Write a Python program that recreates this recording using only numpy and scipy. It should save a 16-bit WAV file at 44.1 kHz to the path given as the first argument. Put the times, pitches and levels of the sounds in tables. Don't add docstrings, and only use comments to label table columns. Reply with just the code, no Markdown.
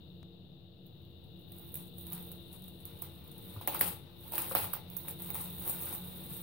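import sys
import numpy as np
from scipy import signal
from scipy.io import wavfile
from scipy.ndimage import uniform_filter1d

SR = 44100
rng = np.random.default_rng(int(sys.argv[2]) if len(sys.argv) > 2 else 0)


def bounce(signal):
    frames = np.transpose(np.atleast_2d(signal))
    limited = np.clip(frames, -1, 1)
    pcm = np.round(limited * 32767).astype(np.int16)
    wavfile.write(sys.argv[1], SR, pcm)


def to_linear_factor(level_db):
    exponent = np.asarray(level_db, float) / 20
    return 10 ** exponent


N = 283122
TAPS = 1024

# time in seconds, gain in dB.
ROOM_GAIN = [
    (0.0, -0.5),
    (0.68, -2.5),
    (2.27, 3),
    (3.2, 0.5),
    (3.84, 4.5),
    (4.08, -0.5),
    (4.5, 3.5),
    (4.95, 1.5),
    (5.29, 4),
    (6.42, 3.5),
]
# frequency in Hz, likeness (1 is identical).
LIKENESS = [(60, 1), (180, 0.68), (380, 0.73), (700, 0.12), (1650, 0.0076), (4970, 0.014), (15000, 0.028)]


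def evened(x):
    return x / np.sqrt(np.mean(x ** 2) + 1e-20)


def read(points, hz):
    f, *columns = np.transpose(points)
    return np.array([np.interp(np.log(hz + 1), np.log(f + 1), c) for c in columns])


def along(rows):
    s, *columns = np.transpose(rows)
    return [np.interp(np.arange(N) / SR, s, c) for c in columns]


def add(mix, s, sound):
    part = mix[..., round(s * SR):][..., :sound.shape[-1]]
    part += sound[..., :part.shape[-1]]


def sides(pan_db):
    return to_linear_factor(np.array([pan_db / 2, -pan_db / 2]))


def causal(db):
    log_gain = np.log(to_linear_factor(np.maximum(db - db.max(), -100)))
    circle = np.concatenate([log_gain, log_gain[:, -2:0:-1]], axis=1)
    spectrum = np.exp(np.conj(signal.hilbert(circle, axis=1)))
    taps = np.fft.ifft(spectrum, axis=1).real[:, :TAPS]
    return 2 * taps / np.linalg.norm(taps)


def film_colours():
    # frequency in Hz, left level in dB, right level in dB.
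    film = [(236, -72.5, -67), (497, -70.5, -82), (900, -69.5, -75), (1810, -73.5, -79), (3560, -74, -78),
            (4200, -72, -77), (5650, -86, -85.5), (6280, -89.5, -85.5), (7440, -90.5, -102),
            (8740, -75.5, -102), (10400, -72.5, -83), (13300, -76, -73.5), (14500, -78, -65.5),
            (15500, -78.5, -67.5)]
    # frequency in Hz, width in Hz, level in dB.
    hollow = [(535, 165, 2.5), (860, 76, 9), (1280, 140, -6), (1920, 190, -20), (2700, 330, -6)]
    hz = np.fft.rfftfreq(4 * TAPS, 1 / SR)
    octaves = np.log2((hz + 1) / 7200)
    colour_db = read(film, hz)
    treble_db = colour_db + 36 * np.minimum(octaves, 0)
    treble_db -= 400 * np.maximum(np.log2((hz + 1) / 16000), 0)
    body_db = colour_db - 40 * np.maximum(octaves, 0)
    body_db += 18 * np.minimum(np.log2((hz + 1) / 260), 0)
    body_db += 5.35 * sum(to_linear_factor(db / 2) / (1 + ((hz - f) / w) ** 2) for f, w, db in hollow)
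    return causal(treble_db), causal(body_db)


def hands():
    # start in seconds, hold in seconds, crackle in dB,
    # rubbing on the bowl in dB above the crackle, left-right difference in dB.
    strokes = [(0.0, 0.2, -90, -15, -21), (0.87, 0.87, -80, -5.5, -7), (1.535, 0.29, -60, -13, -3.5),
               (1.998, 0.26, -54.5, -17, -1.5), (2.288, 0.73, -64, -12, 2.5),
               (2.867, 0.92, -64, -6.5, -0.5), (3.43, 0.2, -56.5, -15, 1.5), (3.987, 0.17, -72, 0, -2),
               (4.238, 0.1, -54.5, -10.5, -1), (4.467, .04, -46.5, -20, 3), (4.755, 0.18, -74, 4.5, -1),
               (4.93, 0.15, -54.5, -10, 0.5), (5.078, 0.07, -65, -9, 1), (5.23, 0.057, -48, -12, 2),
               (5.45, 0.42, -51, -14.5, 2), (5.652, 0.068, -41.5, -14, 1), (5.793, 0.15, -43.5, -13.5, 5.5),
               (5.904, 0.042, -52, -19, 3), (6.015, 0.48, -51.5, -13, 2)]
    # start in seconds, hold in seconds,
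    # crackle in dB, rubbing in dB above the crackle, left-right difference in dB.
    slips = [(1.743, 0.061, -53.5, -16, 6), (3.692, 0.062, -44.5, -12.5, 2.5), (3.74, 0.026, -49.5, -28, 8),
             (3.81, 0.056, -36.5, -11, 7.5), (4.316, 0.14, -42.5, -10, 4.5), (4.503, 0.017, -45, -19, 4),
             (4.55, 0.074, -38, -10, 4.5), (4.716, 0.025, -49, -17, 3), (4.956, 0.022, -69, -3, -7),
             (5.07, 0.024, -48, -11, 4.5), (5.296, .02, -62, -14, -4), (6.298, 0.026, -46.5, -15.5, 6),
             (6.353, 0.031, -50.5, -19, -1), (2.313, 0.039, -66, -13.5, 0), (2.853, 0.026, -64, -24, 0),
             (2.111, 0.027, -49, -10, 9), (2.517, 0.02, -56.5, -15, 6), (3.019, 0.022, -53.5, -12, 3),
             (5.334, 0.077, -42, -15, 5)]
    start, hold, crackle_db, rub_db, pan_db = np.transpose([*strokes, *slips])[..., None]
    rise = np.repeat([188, 6000], [len(strokes), len(slips)])[:, None]
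    fall = 194
    t = np.arange(0, N / SR + .01, .002)
    slope_db = np.maximum(rise * (start - t), fall * (t - start - hold))
    power = to_linear_factor(2 * (crackle_db - np.maximum(slope_db, 0))) + 1e-14
    total = power.sum(0)
    rub = (power * to_linear_factor(2 * rub_db)).sum(0)
    pan = (power * pan_db).sum(0) / total
    return along(np.transpose([t, 10 * np.log10(total), 10 * np.log10(rub), pan]))


def creases():
    # time in seconds, peak in dB, left-right difference in dB, length in ms.
    stiff = [(1.5205, -36, -3, 0.87), (1.7427, -24, 0, 0.5), (1.7551, -25, -6, 0.77),
             (1.9838, -35, -6, 0.88), (2.0683, -31, 1, 0.55), (2.1233, -28, -10, 0.56),
             (2.1311, -26, -4, 1.0), (2.3172, -32, -1, 0.79), (2.6817, -35, -3, 0.72),
             (2.8537, -31, -6, 0.73), (3.021, -29, -2, 2.5), (3.0231, -26, -8, 1.04),
             (3.2786, -41, -4, 0.94), (3.613, -33, 0, 1.25), (3.6752, -15, -1, 0.6), (3.6789, -26, -1, 2.5),
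             (3.7452, -23, -1, 1.22), (3.7484, -24, 0, 1.15), (3.7936, -27, 10, 0.81),
             (3.8089, -21, 6, 2.5), (3.8114, -10, -4, 0.87), (3.8137, -19, 5, 2.5), (3.8781, -23, 4, 0.99),
             (4.3219, -30, -7, 1.23), (4.3365, -28, -10, 1.0), (4.3553, -22, -1, 1.08),
             (4.381, -18, -6, 1.72), (4.4188, -26, 7, 1.05), (4.4961, -27, 3, 0.57),
             (4.5512, -13, -9, 0.68), (4.5709, -21, -4, 0.84), (4.6431, -26, -11, 0.52),
             (4.7325, -30, -8, 2.5), (4.735, -20, -8, 0.81), (4.7379, -24, -2, 2.5),
             (4.9015, -34, -7, 0.69), (4.9683, -23, -8, 0.48), (5.0842, -23, -3, 0.67),
             (5.1097, -31, -12, 0.55), (5.2213, -28, 2, 1.25), (5.3036, -22, -8, 0.66),
             (5.3458, -24, -1, 0.94), (5.3543, -26, -8, 0.79), (5.5841, -31, -6, 0.52),
             (5.5969, -31, -5, 0.73), (5.6778, -19, 3, 0.51), (5.6969, -21, 7, 0.92),
             (5.8232, -30, -13, 0.62), (5.9276, -25, -2, 0.84), (5.9499, -30, -12, 0.62)]
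    # time
    # in seconds, peak in dB, left-right difference in dB.
    ticks = [(0.8599, -53, -11), (0.8673, -49, -12), (1.0196, -57, -12), (1.0515, -56, -9),
             (1.2399, -53, -1), (1.3623, -59, -9), (1.3733, -55, -1), (1.3919, -53, 0), (1.3978, -54, -7),
             (1.4123, -50, -2), (1.4821, -54, -9), (1.523, -41, -1), (1.565, -43, -6), (1.5851, -38, -4),
             (1.5958, -43, -5), (1.6791, -42, -6), (1.6924, -42, -2), (1.7575, -31, 3), (1.7718, -33, -2),
             (1.774, -33, 1), (1.8721, -44, 6), (1.9739, -45, 1), (2.0109, -39, -7), (2.1025, -35, -4),
             (2.1339, -29, 1), (2.1506, -35, 12), (2.179, -34, -4), (2.227, -37, -3), (2.2906, -40, -7),
             (2.3205, -41, -3), (2.5288, -36, 3), (2.5308, -38, 6), (2.6219, -40, -1), (2.6418, -37, -7),
             (2.6859, -44, -6), (2.8048, -45, 5), (2.8558, -39, -1), (2.9316, -46, -4), (2.9898, -42, -9),
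             (3.0167, -36, -3), (3.0255, -32, 0), (3.2424, -46, -4), (3.3156, -38, 3), (3.3185, -41, -5),
             (3.3806, -36, 2), (3.4658, -44, -5), (3.4801, -39, -3), (3.6153, -40, 5), (3.6825, -29, -3),
             (3.724, -31, -1), (3.7541, -27, -2), (3.7588, -30, -3), (3.7965, -34, 9), (3.8186, -20, -2),
             (3.8803, -28, 6), (4.2809, -36, -6), (4.3343, -30, -5), (4.3391, -31, -1), (4.3501, -28, -2),
             (4.384, -25, -3),
             (4.3871, -26, 1), (4.4209, -27, -6), (4.4448, -29, 1), (4.4843, -32, -2), (4.5126, -28, 6),
             (4.5212, -28, 0), (4.5533, -26, 1), (4.5559, -26, -6), (4.5761, -25, 3), (4.6304, -27, -8),
             (4.7404, -30, 4), (4.744, -34, -10), (4.966, -34, -8), (5.0208, -43, -9), (5.0334, -39, -5),
             (5.0626, -39, -6), (5.0807, -34, -8), (5.0934, -32, -10), (5.1908, -39, -7), (5.2031, -36, -5),
             (5.2087, -38, -8), (5.2256, -34, -3), (5.2279, -31, 0), (5.2477, -32, 3), (5.2729, -33, -6),
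             (5.3057, -33, -1), (5.348, -30, 4), (5.3984, -34, 8), (5.4122, -30, -7), (5.4165, -33, 4),
             (5.4417, -33, -9), (5.5, -38, -10), (5.5035, -35, -7), (5.5286, -35, -3), (5.5494, -36, -4),
             (5.567, -37, -6), (5.6239, -32, -9), (5.669, -28, -5), (5.6741, -28, -4), (5.684, -25, -4),
             (5.6862, -28, -9), (5.691, -26, -3), (5.6992, -25, 2), (5.7035, -26, -4), (5.7097, -28, -3),
             (5.8057, -33, -6), (5.8134, -31, -13), (5.8344, -27, -1), (5.8569, -27, -3), (5.9298, -28, 0),
             (5.9344, -30, -5), (5.9805, -33, -6), (6.0471, -38, -5), (6.1734, -36, -5), (6.2062, -38, -10),
             (6.3077, -34, -6), (6.3356, -33, -1), (6.3663, -34, -6), (6.3684, -33, 1), (6.3728, -35, -2)]
    crackle_db, _, pan_db = hands()
    when, size = rng.random((120, 2)).T
    at = ((.01 + .98 * when) * N).astype(int)
    stray_db = crackle_db[at] + 7 - 1.5 * np.log(size)
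    stray = zip(at / SR, stray_db, pan_db[at] - 4)
    snapping = [(*row, -22) for row in stiff]
    ticking = [(*row, .35, -34) for row in [*ticks, *stray]]
    return snapping + ticking


def snaps(treble, body):
    lead = .008
    crack_db = 11
    lift_db = 1.2
    crisp = .6
    echo_db = -4.5
    near, puffs, t = np.zeros((2, N)), np.zeros((2, N)), np.arange(800) / SR
    rows = creases()
    luck = rng.standard_normal((len(rows), 4, len(t)))
    for (s, db, pan_db, ms, rattle_db), (shared, a, b, size) in zip(rows, luck):
        u = (t - lead) * 1000 / np.clip(ms, .1, 6)
        swell = np.exp(-np.where(u < 0, -2 * u, 1.1 * u))
        clicks = swell * to_linear_factor(3.5 * size) * (0.6 * shared + 0.8 * np.array([a, b]))
        clicks[:, round(lead * SR)] += to_linear_factor(crack_db)
        crack = signal.fftconvolve(signal.lfilter([1, -crisp], 1, clicks), treble, axes=1)
        peak = abs(signal.hilbert(crack)).max(axis=1, keepdims=True)
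        scale = to_linear_factor(db + lift_db) * sides(pan_db)[:, None] / peak
        rattle = signal.fftconvolve(clicks, body, axes=1)[:, :len(t)]
        add(near, s - lead, scale * crack)
        add(near, s - lead, to_linear_factor(db + rattle_db) * rattle / abs(rattle.mean(0)).max())
        energy = np.linalg.norm(clicks, axis=1, keepdims=True)
        add(puffs, s, to_linear_factor(echo_db) * scale * energy * to_linear_factor(5.5) * treble)
        add(puffs, s, to_linear_factor(db + rattle_db - 3.5) * body)
    return near, puffs


def grains(per_s, spread_db, clump_db):
    clumps = evened(uniform_filter1d(rng.standard_normal(N), size=90))
    size_db = spread_db * np.minimum(rng.exponential(1, N), 3.2) + clump_db * np.clip(clumps, -3, 2)
    size = to_linear_factor(size_db) * (rng.random(N) < per_s / SR)
    shared, a, b = rng.standard_normal((3, N))
    return evened(size * (0.61 * shared + 0.79 * np.array([a, b])))


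def crackle(treble, body):
    crackle_db, rub_db, pan_db = hands()
    specks = signal.lfilter([1, -0.19], 1, grains(5000, 4.5, 3))
    fine = evened(specks) * to_linear_factor(crackle_db - 3.5) * sides(pan_db + 0.5)
    rub = grains(2500, 2.5, 4) * to_linear_factor(rub_db - 2)
    return (signal.oaconvolve(fine, treble, axes=1) + signal.oaconvolve(rub, body, axes=1))[:, :N]


def pops(body):
    # time in seconds, peak in dB, pitch in Hz.
    popping = [(2.125, -49.5, 1080), (3.0228, -45.5, 900), (3.564, -45.5, 1110), (3.613, -41, 910),
               (3.646, -68, 850), (3.6759, -29, 784), (3.6762, -32, 1960), (3.6828, -38, 1880),
               (3.749, -30.5, 1120), (3.811, -25.5, 1900), (3.8116, -32.5, 780), (4.3219, -43, 800),
               (4.3379, -37, 800), (4.3802, -33.5, 1650), (4.381, -33, 2800), (3.677, -41, 3300),
               (3.811, -37, 3400), (5.3037, -46, 2220), (5.0838, -45, 2400), (5.3536, -45, 2000),
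               (4.5134, -33, 1170), (4.5212, -44, 517), (4.551, -27.5, 720), (4.551, -27, 1320),
               (4.6435, -38, 1170), (4.7354, -34, 1230), (4.7674, -44, 950), (5.0486, -48, 900),
               (5.082, -49.5, 1430), (5.3035, -47, 740), (5.3546, -39.5, 1070), (5.669, -44, 870),
               (5.697, -49, 600), (5.9277, -46, 900)]
    near, puffs, t = np.zeros((2, N)), np.zeros((2, N)), np.arange(-200, 600) / SR
    for s, db, hz in popping:
        cycles = t * hz
        swell = np.exp(-(cycles / np.where(cycles < 0, .6, 1.5)) ** 2)
        pop = to_linear_factor(db) * sides(9.0)[:, None] * swell * np.cos(2 * np.pi * cycles)
        add(near, s + t[0], pop)
        add(puffs, s + t[0], to_linear_factor(-11) * pop)
        add(puffs, s, to_linear_factor(db + 11.5) * body)
    return near, puffs


def bumps():
    # time in seconds, level in dB, pitch in Hz, t60 in seconds.
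    knocks = [
        (3.565, -28.5, 103, 0.14),
        (4.619, -36.5, 93, 0.24),
        (2.132, -33, 174.4, 0.11),
        (4.384, -41.5, 328, 0.17),
        (4.513, -21, 534, 0.037),
        (4.553, -46, 437, 0.075),
    ]
    out, t = np.zeros(N), np.arange(SR // 3) / SR
    for s, db, hz, t60 in knocks:
        onset = 1 - np.exp(-t / 0.013)
        add(out, s, to_linear_factor(db - 60 * t / t60) * onset * np.sin(2 * np.pi * hz * t))
    return out


def kitchen(x):
    # frequency in Hz, t60 in seconds.
    decay = [(300, 0.21), (800, 0.27), (2100, 0.25), (5500, 0.22), (10000, 0.079), (15000, 0.15)]
    out, t = np.zeros((2, N)), np.arange(N) / SR
    slots = np.arange(120, SR // 2 - 20, 12)
    for k in range(3):
        taps = np.zeros((2, SR // 2))
        at = slots + rng.integers(0, 12, (2, len(slots)))
        np.put_along_axis(taps, at, rng.choice([-1., 1.], at.shape), 1)
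        hz, s, z = signal.stft(taps, SR, nperseg=128)
        same = np.clip(4.6 * read(LIKENESS, hz)[0], 0, 1)[:, None]
        z[1] = same * z[0] + np.sqrt(1 - same ** 2) * z[1]
        dying = to_linear_factor(-60 * s / read(decay, hz)[0][:, None])
        tail = signal.istft(z * dying, SR, nperseg=128)[1]
        turn = np.sqrt(2 / 3) * np.cos(np.pi * (7 * t + k / 3))
        out += signal.fftconvolve(x * turn, tail / np.linalg.norm(tail[0]), axes=1)[:, :N]
    return out


def motor():
    # frequency in Hz, level in dB.
    tones = [(178.5, -58.5), (339.1, -63.5)]
    # time in seconds, level in dB.
    load = [(0.0, -69), (0.12, -51.5), (1.14, -74), (1.34, -56), (1.68, -61), (2.13, -49), (3.36, -71.5),
            (3.48, -50.5), (3.54, -66.5), (3.9, -47), (3.99, -79.5), (4.94, -50), (5.11, -71),
            (5.22, -47.5), (5.97, -58), (6.02, -43.5), (6.26, -59.5), (6.42, -50)]
    waver = [evened(uniform_filter1d(uniform_filter1d(v, size=9000), size=9000))
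             for v in rng.standard_normal((3, N))]
    load_db = along(load)[0]
    swells_db = load_db - load_db.mean(), along(ROOM_GAIN)[0] + 0.9 * waver[2]
    out = np.zeros(N)
    for (hz, db), swell_db, drift in zip(tones, swells_db, waver):
        phase = 2 * np.pi * np.cumsum(hz + 1.48 * drift) / SR
        out += to_linear_factor(db + swell_db) * np.sin(phase)
    return out


def background():
    # frequency in Hz, left level in dB, right level in dB.
    floor = [(25, -105, -90), (44, -100.5, -99.5), (83.4, -76, -78.5), (225, -86, -89.5),
             (715, -97.5, -99.5), (990, -108.4, -110.8), (2380, -118.7, -118.0), (2660, -103, -112),
             (3020, -105, -113), (3732, -87, -106.9), (5170, -120.2, -122.3), (6070, -131, -131),
             (12600, -126.3, -127.6), (14000, -114.4, -111.6)]
    # frequency in Hz, width in Hz, level in dB over the noise.
    hum = [(44, 7.7, 15.5), (89.5, 37, -3), (145.7, 16.3, 7.5), (180.8, 19, 8), (335, 10.6, 9.5),
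           (464.4, 22, 9), (540, 8.4, -7), (2890, 230, 9)]
    frames, hz = N // 2048 + 5, np.fft.rfftfreq(8192, 1 / SR)
    a, b, c, d = rng.standard_normal((frames, len(hz), 4)).T
    same = np.clip(read(LIKENESS, hz)[0], -1, .9)[:, None]
    left = a + 1j * b
    z = np.array([left, same * left + np.sqrt(1 - same ** 2) * (c + 1j * d)])
    lines = 1 + sum(to_linear_factor(2 * db) / (1 + (2 * (hz - f) / w) ** 2) ** 2 for f, w, db in hum)
    z *= (to_linear_factor(read(floor, hz)) * np.sqrt(lines) * hz ** 2 / (hz ** 2 + 30 ** 2))[..., None]
    low = 1 / (1 + (hz / 1500) ** 8)[:, None]
    rumble, whistle = (signal.istft(z * share, nperseg=8192, noverlap=6144)[1][:, :N]
                       for share in (low, 1 - low))
    gain_db = along(ROOM_GAIN)[0]
    rumble = to_linear_factor(-54 + gain_db) * rumble / np.std(rumble.mean(0))
    return rumble + to_linear_factor(-65 + 1.26 * gain_db) * whistle / np.std(whistle.mean(0))


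def scene():
    treble, body = film_colours()
    snap, puffs = snaps(treble, body)
    pop, thuds = pops(body)
    fine = crackle(treble, body)
    wet = kitchen(to_linear_factor(-1) * puffs + thuds + to_linear_factor(.5) * fine)
    return snap + pop + to_linear_factor(-2.5) * fine + wet + bumps() + background() + motor()


def starve(x):
    hz, _, z = signal.stft(x, SR, nperseg=1024)
    band_db = 10 * np.log10(uniform_filter1d(abs(z) ** 2, size=6, axis=1).mean(0) + 1e-20)
    treble_db = uniform_filter1d(band_db[hz > 9000].max(0), size=3)
    mask_db = np.maximum(treble_db - 30, -122)
    keep = np.clip((band_db - mask_db) / 2, .02, 1)
    return signal.istft(z * np.where(hz[:, None] > 4500, keep, 1), SR, nperseg=1024)[1][:, :N]


def band_limit(x):
    return signal.sosfilt(signal.butter(12, 16810, fs=SR, output="sos"), x)


def record(dry):
    t = np.arange(N) / SR - 0.2306
    step = 0.007 * (t > 0) * np.exp(-abs(t) / 0.0014)
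    below, wider = (signal.oaconvolve(dry + step, signal.firwin(801, hz, window=("kaiser", 10), fs=SR)[None],
                                      "same") for hz in (15830, 16750))
    top = wider - below
    quick, slow = (abs(uniform_filter1d((top ** 2).mean(0), size=n)) for n in (128, 3000))
    sudden = uniform_filter1d(1.0 * (quick > 7 * slow), size=400) > 0
    leak = to_linear_factor(-19) * uniform_filter1d(1.0 * sudden, size=128) * top
    return band_limit(starve(below) + leak - .0005)


dry = scene()
out = record(dry)
bounce(out)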